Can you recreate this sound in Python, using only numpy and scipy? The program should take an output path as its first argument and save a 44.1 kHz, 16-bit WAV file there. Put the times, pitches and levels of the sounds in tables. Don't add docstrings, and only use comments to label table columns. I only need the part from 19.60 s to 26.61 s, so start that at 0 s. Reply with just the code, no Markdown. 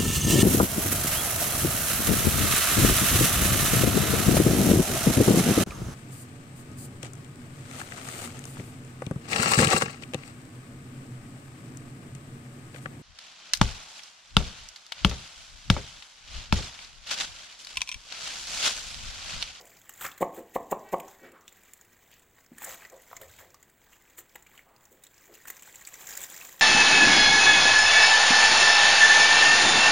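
import sys
import numpy as np
from scipy import signal
from scipy.fft import rfft, irfft, next_fast_len
from scipy.io import wavfile

SR = 44100
rng = np.random.default_rng(int(sys.argv[2]) if len(sys.argv) > 2 else 0)


def inscribe(sig):
    pcm = np.round(np.clip(np.atleast_2d(sig).T, -1, 1) * 32767)
    wavfile.write(sys.argv[1], SR, pcm.astype(np.int16))


N = 309141
TIME = np.arange(N) / SR
CUTOFF_HZ = 16000


def from_db(db):
    return 10 ** (np.asarray(db) / 20)


def rms_one(x):
    return x / np.sqrt(np.mean(x ** 2) + 1e-20)


def colour(x, points):
    size = 2 * next_fast_len(N // 2 + SR // 4)
    hz, db = np.transpose(points)
    bin_hz = np.arange(size // 2 + 1) * SR / size
    gain_db = np.interp(np.log(bin_hz + 1), np.log(hz), db)
    cepstrum = irfft(np.log(from_db(gain_db)))
    cepstrum[1:size // 2] *= 2
    cepstrum[size // 2 + 1:] = 0
    return irfft(rfft(x, size) * np.exp(rfft(cepstrum)))[:N]


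def resonance(x, hz, width_hz):
    r = np.exp(-np.pi * width_hz / SR)
    top = np.array([1, 0, -1]) * (1 - r * r) / 2
    bottom = [1, -2 * r * np.cos(2 * np.pi * hz / SR), r * r]
    return signal.lfilter(top, bottom, x + 1e-18)


def drift(corner_hz):
    step = 40
    r = np.exp(-2 * np.pi * corner_hz * step / SR)
    chance = rng.standard_normal(N // step + 2002)
    slow = signal.lfilter([1], [1, -2 * r, r * r], chance)[2000:]
    return np.interp(np.arange(N) / step, np.arange(len(slow)), rms_one(slow))


def swell(t, rise, fall):
    fading = np.where(t < 0, (t / rise) ** 2, t / fall)
    return np.exp(-np.minimum(fading, 40))


def grains(per_s, spread_db):
    sizes = from_db(spread_db * np.minimum(rng.exponential(1, N), 4))
    signs = rng.choice([-1, 1], N)
    return sizes * signs * (rng.random(N) < per_s / SR)


def add(out, s, sound):
    start = max(round(s * SR), 0)
    out[start:start + len(sound)] += sound[:N - start]


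# pitch_hz, level_db per Hz before overall scaling
AIR_TONE = [(12, 2), (20, 4.5), (49, 4.5), (285, -0.5), (347, 1), (590, -4), (1060, -6.5), (1260, -8),
            (2020, -8.5), (4670, -22), (5530, -59), (7310, -13), (10500, -22), (14700, -27), (16000, -2.5)]


def air(level_db=-60.5):
    return [from_db(level_db) * rms_one(colour(noise, AIR_TONE)) for noise in rng.standard_normal((2, N))]


def yard_reflections(x, t60=0.45, tail_db=-10.0, echo_s=0.022, echo_db=-19):
    t = np.arange(SR * 2 // 3) / SR
    tail = rng.standard_normal(len(t)) * from_db(-60 * t / t60) * (1 - np.exp(-t / 0.0011))
    diffuse = from_db(tail_db) * signal.fftconvolve(x, tail / np.linalg.norm(tail))[:N]
    echo = from_db(echo_db) * np.interp(TIME - echo_s, TIME, x, left=0)
    tone = [(120, 4.5), (350, 5.5), (1000, 3.0), (1500, -2), (4000, -3.0), (15000, -12.0)]   # Hz, dB
    return colour(diffuse + echo, tone)


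# pitch_hz, level_db against the direct sound,
# fade_s (time to fall by 60 dB)
YARD_MODES = [(180, -9, 0.04), (231, 1.5, 0.59), (302, -1, 0.39), (380, -26, 0.85), (521, 3.5, 0.069),
              (686, 3, 0.42), (760, -3.5, 1), (849, -3.5, 1), (1016, -4, 0.55), (1092, -8.5, 0.049)]


def wall_ringing(near):
    return sum(from_db(db) * resonance(near, hz, np.log(1000) / (np.pi * fade_s))
               for hz, db, fade_s in YARD_MODES)


# peak_s, level_db, pitch_hz, length_s (of the rise and of the fall)
FOWL_CALLS = [(1.293, -56.5, 381, 0.042), (1.653, -59, 377.5, .055)]


def fowl(throat_hz=1820, width_hz=1040, jitter=0.0036):
    out, t = np.zeros(N), np.arange(-SR // 5, SR // 5) / SR
    for s, db, hz, length in FOWL_CALLS:
        cycles = np.cumsum(hz * (1 + jitter * drift(40)[:len(t)])) / SR
        pulses = np.diff(np.floor(cycles), prepend=0)
        throat = resonance(resonance(pulses, throat_hz, width_hz), throat_hz, width_hz)
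        add(out, s + t[0], from_db(db) * rms_one(throat) * swell(t, length, length))
    return out


# peak_s, level_db, pitch_hz, length_s (of the fall)
BUMPS = [(0.002, -54.5, 530, 0.051), (0.449, -35, 1230, 0.015), (.611, -29, 362, .008),
         (0.786, -41, 343, 0.024), (2.53, -60, 2640, 0.03), (1.651, -53.5, 320, .075),
         (1.654, -54.5, 1450, .05), (1.762, -56, 1070, 0.06), (2.919, -45.5, 197, 0.0081),
         (3.078, -48.5, 590, .037), (3.333, -51.5, 536, .044), (3.515, -45.5, 760, .004),
         (3.531, -36.5, 880, .0025), (3.62, -52, 473, .035), (3.641, -64.5, 73, 0.33),
         (3.75, -65, 3240, 0.1), (3.821, -59, 500, .055), (4.589, -58.5, 380, 0.018),
         (4.754, -50, 537, .003), (5.103, -62.5, 780, .1), (5.326, -62, 380, 0.032), (5.7, -57, 357, .04)]


def bumps(damping=0.63, rise_share=0.45):
    out, t = np.zeros(N), np.arange(SR) / SR
    for s, db, hz, length in BUMPS:
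        noise = rng.standard_normal(len(t))
        body = resonance(resonance(noise, hz, damping * hz), hz, 2 * damping * hz)
        rise = rise_share * length
        lead = min(s, 2 * rise + 1 / 100)
        shape = swell(t - lead, rise, length)
        add(out, s - lead, from_db(db) * rms_one(body * shape) * np.sqrt(np.mean(shape ** 2)))
    return out


# time_s, level_db (base level of the rubbing)
FINGER_EFFORT = [(0.0, -59), (0.53, -65.5), (0.8, -65.5), (1.09, -69.5), (1.39, -63.5), (1.82, -66.5),
                 (2.04, -65.5), (2.87, -69.5), (3.09, -53.5), (3.17, -57.5), (3.37, -66), (3.74, -63),
                 (4.07, -71), (4.93, -67.5), (5.19, -71), (5.6, -64)]
# time_s, level_db
TOWEL_EFFORT = [(5.85, -57), (6.2, -58.5), (6.43, -53.5), (6.5, -47), (6.66, -47.5), (7.01, -48.5)]


def effort(s):
    times, db = np.transpose(FINGER_EFFORT + TOWEL_EFFORT)
    level = np.interp(s, times, db)
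    return level, level - db.mean()


def small_drips(count=250, per_s=12, low_hz=1503, high_hz=3560):
    rate_follows, size_follows = 0.4, 0.89
    when, luck, pitch = rng.random((count, 3)).T
    snap_db, bubble_db = rng.standard_normal((count, 2)).T
    s = when * N / SR
    _, swing = effort(s)
    hz = low_hz * (high_hz / low_hz) ** pitch
    size_db = size_follows * swing
    rows = np.transpose([s, -41.5 + size_db + snap_db, hz, -61 + size_db + bubble_db])
    chance = per_s * from_db(rate_follows * swing) * N / SR / count
    return list(rows[luck < chance])


# start_s, snap_db, bubble pitch_hz, bubble_db
DRIPS = [(0.169, -42, 2240, -57), (0.4635, -26.5, 1330, -35.5), (.5157, -39, 3280, -44.5),
         (1.481, -38, 980, -49), (1.879, -36.5, 3390, -46), (2.1344, -33, 2070, -56),
         (2.2116, -39.5, 1550, -60), (2.9821, -33, 1740, -43), (3.044, -22.5, 2000, -60),
         (3.2496, -42.5, 1860, -39), (3.2984, -38, 1590, -59), (3.5662, -30, 2020, -44.5),
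         (3.9435, -38, 1090, -51), (4.0277, -39, 1940, -58), (4.3318, -49, 2650, -52),
         (4.824, -41, 1820, -60), (4.865, -52, 2230, -50), (4.977, -49, 2800, -47),
         (4.9924, -58, 2090, -49), (5.253, -39.5, 1850, -68.5), (5.4371, -35, 3640, -53),
         (5.4672, -38.5, 3600, -55), (5.752, -38.5, 2650, -52), (5.854, -40, 1440, -43),
         (6.0227, -32.5, 2260, -45), (6.1567, -30.5, 3100, -54), (6.2504, -34, 4400, -48),
         (6.272, -27.5, 2250, -45), (6.34, -28.5, 2090, -46.5), (6.49, -29, 1560, -46.5),
         (6.6145, -33, 1860, -59), (6.776, -31, 2170, -56), (6.8115, -41, 2510, -40)]


def drips(snap_shift_db=-9, bubble_shift_db=3, snap_fall=0.0043, bubble_fall=0.0054, rise=0.00049,
          splash=0.16, glint_width_hz=900):
    out, t = np.zeros(N), np.arange(SR // 25) / SR
    spray = rms_one(colour(rng.standard_normal(N), SPRAY_TONE))
    gurgle = rms_one(colour(rng.standard_normal(N), GURGLE_TONE))
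    film_pitches = rng.uniform(4680, 9930, size=300)
    for (s, db, hz, bubble_db), film_hz in zip(DRIPS + small_drips(), film_pitches):
        here = (round(s * SR) + np.arange(len(t))) % N
        glint = rms_one(resonance(spray[here], film_hz, glint_width_hz))
        film = rms_one(spray[here] + glint)
        snap = from_db(db + snap_shift_db) * film * swell(t - rise, rise, snap_fall)
        rising_tone = np.sin(2 * np.pi * hz * t * (1 + 6 * t))
        wobble = rising_tone + 0.5 * rms_one(resonance(gurgle[here], hz, hz / 3))
        bubble = wobble / np.sqrt(1.5) + splash * gurgle[here]
        pop = from_db(bubble_db + bubble_shift_db) * bubble * swell(t - rise, rise, bubble_fall)
        add(out, s, snap + pop)
    return out


def bubbles(per_s, spread_db, low_hz, high_hz, life_s, count=28):
    clicks, dealt = grains(per_s, spread_db), rng.integers(0, count, N)
    pitches = np.geomspace(low_hz, min(high_hz, CUTOFF_HZ), count) * np.exp(rng.normal(0, 1 / 50, count))
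    out = 0
    for k, hz in enumerate(pitches):
        width_hz = np.sqrt(hz / 2000) / (np.pi * life_s)
        ringing = resonance(resonance(clicks * (dealt == k), hz, width_hz), hz, width_hz)
        out = out + rms_one(ringing)
    return rms_one(out)


# pitch_hz, level_db per Hz before overall scaling
GURGLE_TONE = [(150, 2.5), (400, 2.5), (700, -2), (1200, -2.5), (1900, 5.5), (2700, -0.5), (3600, -3.5),
               (5000, -15.5), (8000, -30)]


def wet_texture(tone, per_s, fizz, clump_db):
    together = drift(90)
    spray = bubbles(per_s, 3.6, 3320, 15120, life_s=0.0011) + fizz * rng.standard_normal(N)
    gurgle = bubbles(per_s / 4, 0.72, 772, 5360, life_s=0.00094) + fizz * rng.standard_normal(N)
    layers = []
    for x, points in [(spray, tone), (gurgle, GURGLE_TONE)]:
        clumps = from_db(clump_db * (together + 0.5 * drift(88)))
        layers.append(rms_one(colour(x, points) * clumps))
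    return layers


# pitch_hz, level_db per Hz before overall scaling
SMACK_TONE = [(1760, -28), (3000, -10.5), (4930, -17), (5920, -10.5), (7100, 4), (7940, 0.5), (10700, -12),
              (12300, -2.5), (14800, 6), (16000, -3)]
# peak_s, spray_db, length_s (of the fall), gurgle_db
STROKES = [(0.44, -39, 0.037, -42), (0.769, -50, 0.028, -53.5), (3.052, -42.5, 0.042, -45.5),
           (3.228, -64, 0.028, -52.5), (3.632, -56.5, .02, -58), (3.803, -52, 0.02, -51.5),
           (4.589, -40, 0.013, -51), (4.953, -61, 0.037, -59.5), (5.325, -59.5, .017, -74),
           (5.882, -41.5, 0.012, -49.5)]
# peak_s, spray_db, gurgle_db
SQUEEZES = [(0.295, -39.5, -46.5), (0.412, -43, -44), (0.4525, -32.5, -32), (.58, -41.5, -47.5),
            (1.114, -34, -60), (1.401, -42.5, -44), (3.021, -47, -47), (3.1458, -44, -48),
            (3.616, -41, -45), (4.758, -42.5, -40), (5.903, -34.5, -41.5)]


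def wipes():
    spray, gurgle = wet_texture(SMACK_TONE, per_s=3500, fizz=0.8, clump_db=1.5)
    # peak s, spray dB, gurgle dB, rise s, fall s
    bursts = [(s, db, gurgle_db, 0.93 * length, length) for s, db, length, gurgle_db in STROKES]
    bursts += [(s, db, gurgle_db, 0.0022, 0.0042) for s, db, gurgle_db in SQUEEZES]
    bursts += [(s - 0.011, db - 29, db - 34, 0.011, 0.013) for s, db, *_ in PATS]
    return sum(swell(TIME - s, rise, fall) * (from_db(db) * spray + from_db(gurgle_db) * gurgle)
               for s, db, gurgle_db, rise, fall in bursts)


# pitch_hz, level_db per Hz before overall scaling
SPRAY_TONE = [(1760, -32.5), (3000, -6), (3450, -12), (3750, -11), (4080, -9.5), (4500, -14.5), (6670, -4),
              (7200, 3), (9070, -13.5), (10900, -11), (12500, -8), (15100, 1.5), (16000, -7.5)]


def rubbing(glint=0.11, spray_db=0.5, cloth_db=-17, cloth_hz=583, cloth_width_hz=450):
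    gurgle_db, gurgle_follows = -63.5, 0.75
    level, swing = effort(TIME)
    spray, gurgle = wet_texture(SPRAY_TONE, per_s=2600, fizz=1.05, clump_db=1.8)
    glints = rms_one(colour(bubbles(70, 4, 2800, 9000, life_s=0.0009), SPRAY_TONE))
    noise = rng.standard_normal(N)
    cloth = rms_one(resonance(resonance(noise, cloth_hz, cloth_width_hz), cloth_hz, 2 * cloth_width_hz))
    pressure = from_db(2.8 * drift(5.7))
    bright = (spray + glint * glints) * from_db(level + spray_db)
    drag = cloth * from_db(level + cloth_db)
    return pressure * (bright + drag + gurgle * from_db(gurgle_db + gurgle_follows * swing))


# last_puff_s (the strongest puff), level_db, spacing_s (between the last
# two puffs), build_up in puffs, hollow_hz (steers the sweep; the pitch at the peak is a little higher)
PATS = [(0.629, -13.5, 0.0055, 1.73, 745), (0.9633, -16, 0.00407, 0.95, 745),
        (1.1284, -15.5, 0.00503, 1.46, 764), (1.3429, -15, 0.0054, 1.84, 754)]


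def pats(glide_s=0.0016, swell_s=0.0023, ring_s=0.0016, low_hz=190, top_hz=1110,
         smack_db=-20, smack_hz=1780, smack_width_hz=1100, after_db=-13, after_s=0.0046):
    out, t = np.zeros(N), np.arange(-SR // 100, SR // 50) / SR
    for s, db, spacing, build_up, hollow_hz in PATS:
        for k in range(4):
            closing = np.exp(-2 * t / glide_s + 0.068 * k)
            hz = low_hz + (top_hz - low_hz) / (1 + (top_hz / hollow_hz - 1) * closing)
            phase = 2 * np.pi * np.cumsum(hz) / SR
            phase -= phase[np.argmin(np.abs(t))]
            puff = -np.cos(phase) * swell(t, swell_s, ring_s)
            if k == 0:
                puff += from_db(after_db) * np.sin(phase) * swell(t - after_s, swell_s, ring_s)
            noise = rng.standard_normal(len(t))
            smack = resonance(resonance(noise, smack_hz, smack_width_hz), smack_hz, smack_width_hz)
            puff += from_db(smack_db) * rms_one(smack) * swell(t, swell_s, ring_s)
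            strength = from_db(db) * np.exp(-(k / build_up) ** 1.5)
            add(out, s - k ** 0.92 * spacing + t[0], strength * puff)
    return signal.sosfilt(signal.butter(2, 3200, fs=SR, output="sos"), out)


# pitch_hz, level_db before the hand position scales it
WIDTH = [(30, -13), (250, -66), (1000, -57), (2800, -57), (4800, 7.5), (7500, -16.5), (10000, 6),
         (15000, -10)]
# time_s, level_db added to the port difference
OFF_AXIS = [(0, -10.5), (2.8, -7), (4.6, -10.5), (5.5, -7), (6.0, -17), (7.01, -62)]


def two_ports(sound, air_side, sway=0.33):
    t = np.arange(SR // 100) / SR
    scatter = rng.standard_normal(len(t)) * np.exp(-t / 0.003)
    scattered = signal.fftconvolve(sound, scatter / np.linalg.norm(scatter))[:N]
    position = from_db(np.interp(TIME, *np.transpose(OFF_AXIS)))
    aside = position * (1 + sway * drift(37)) / np.hypot(1, sway)
    side = colour(scattered, WIDTH) * aside + from_db(-39) * air_side
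    return np.array([sound + side, sound - side])


def scene():
    air_middle, air_side = air()
    near = fowl() + bumps() + drips() + wipes() + rubbing() + pats()
    sound = near + yard_reflections(near) + wall_ringing(near) + air_middle
    return two_ports(sound, air_side)


def record(dry):
    return signal.sosfilt(signal.ellip(12, 0.2, 75, CUTOFF_HZ, fs=SR, output="sos"), dry)


dry = scene()
out = record(dry)
inscribe(out)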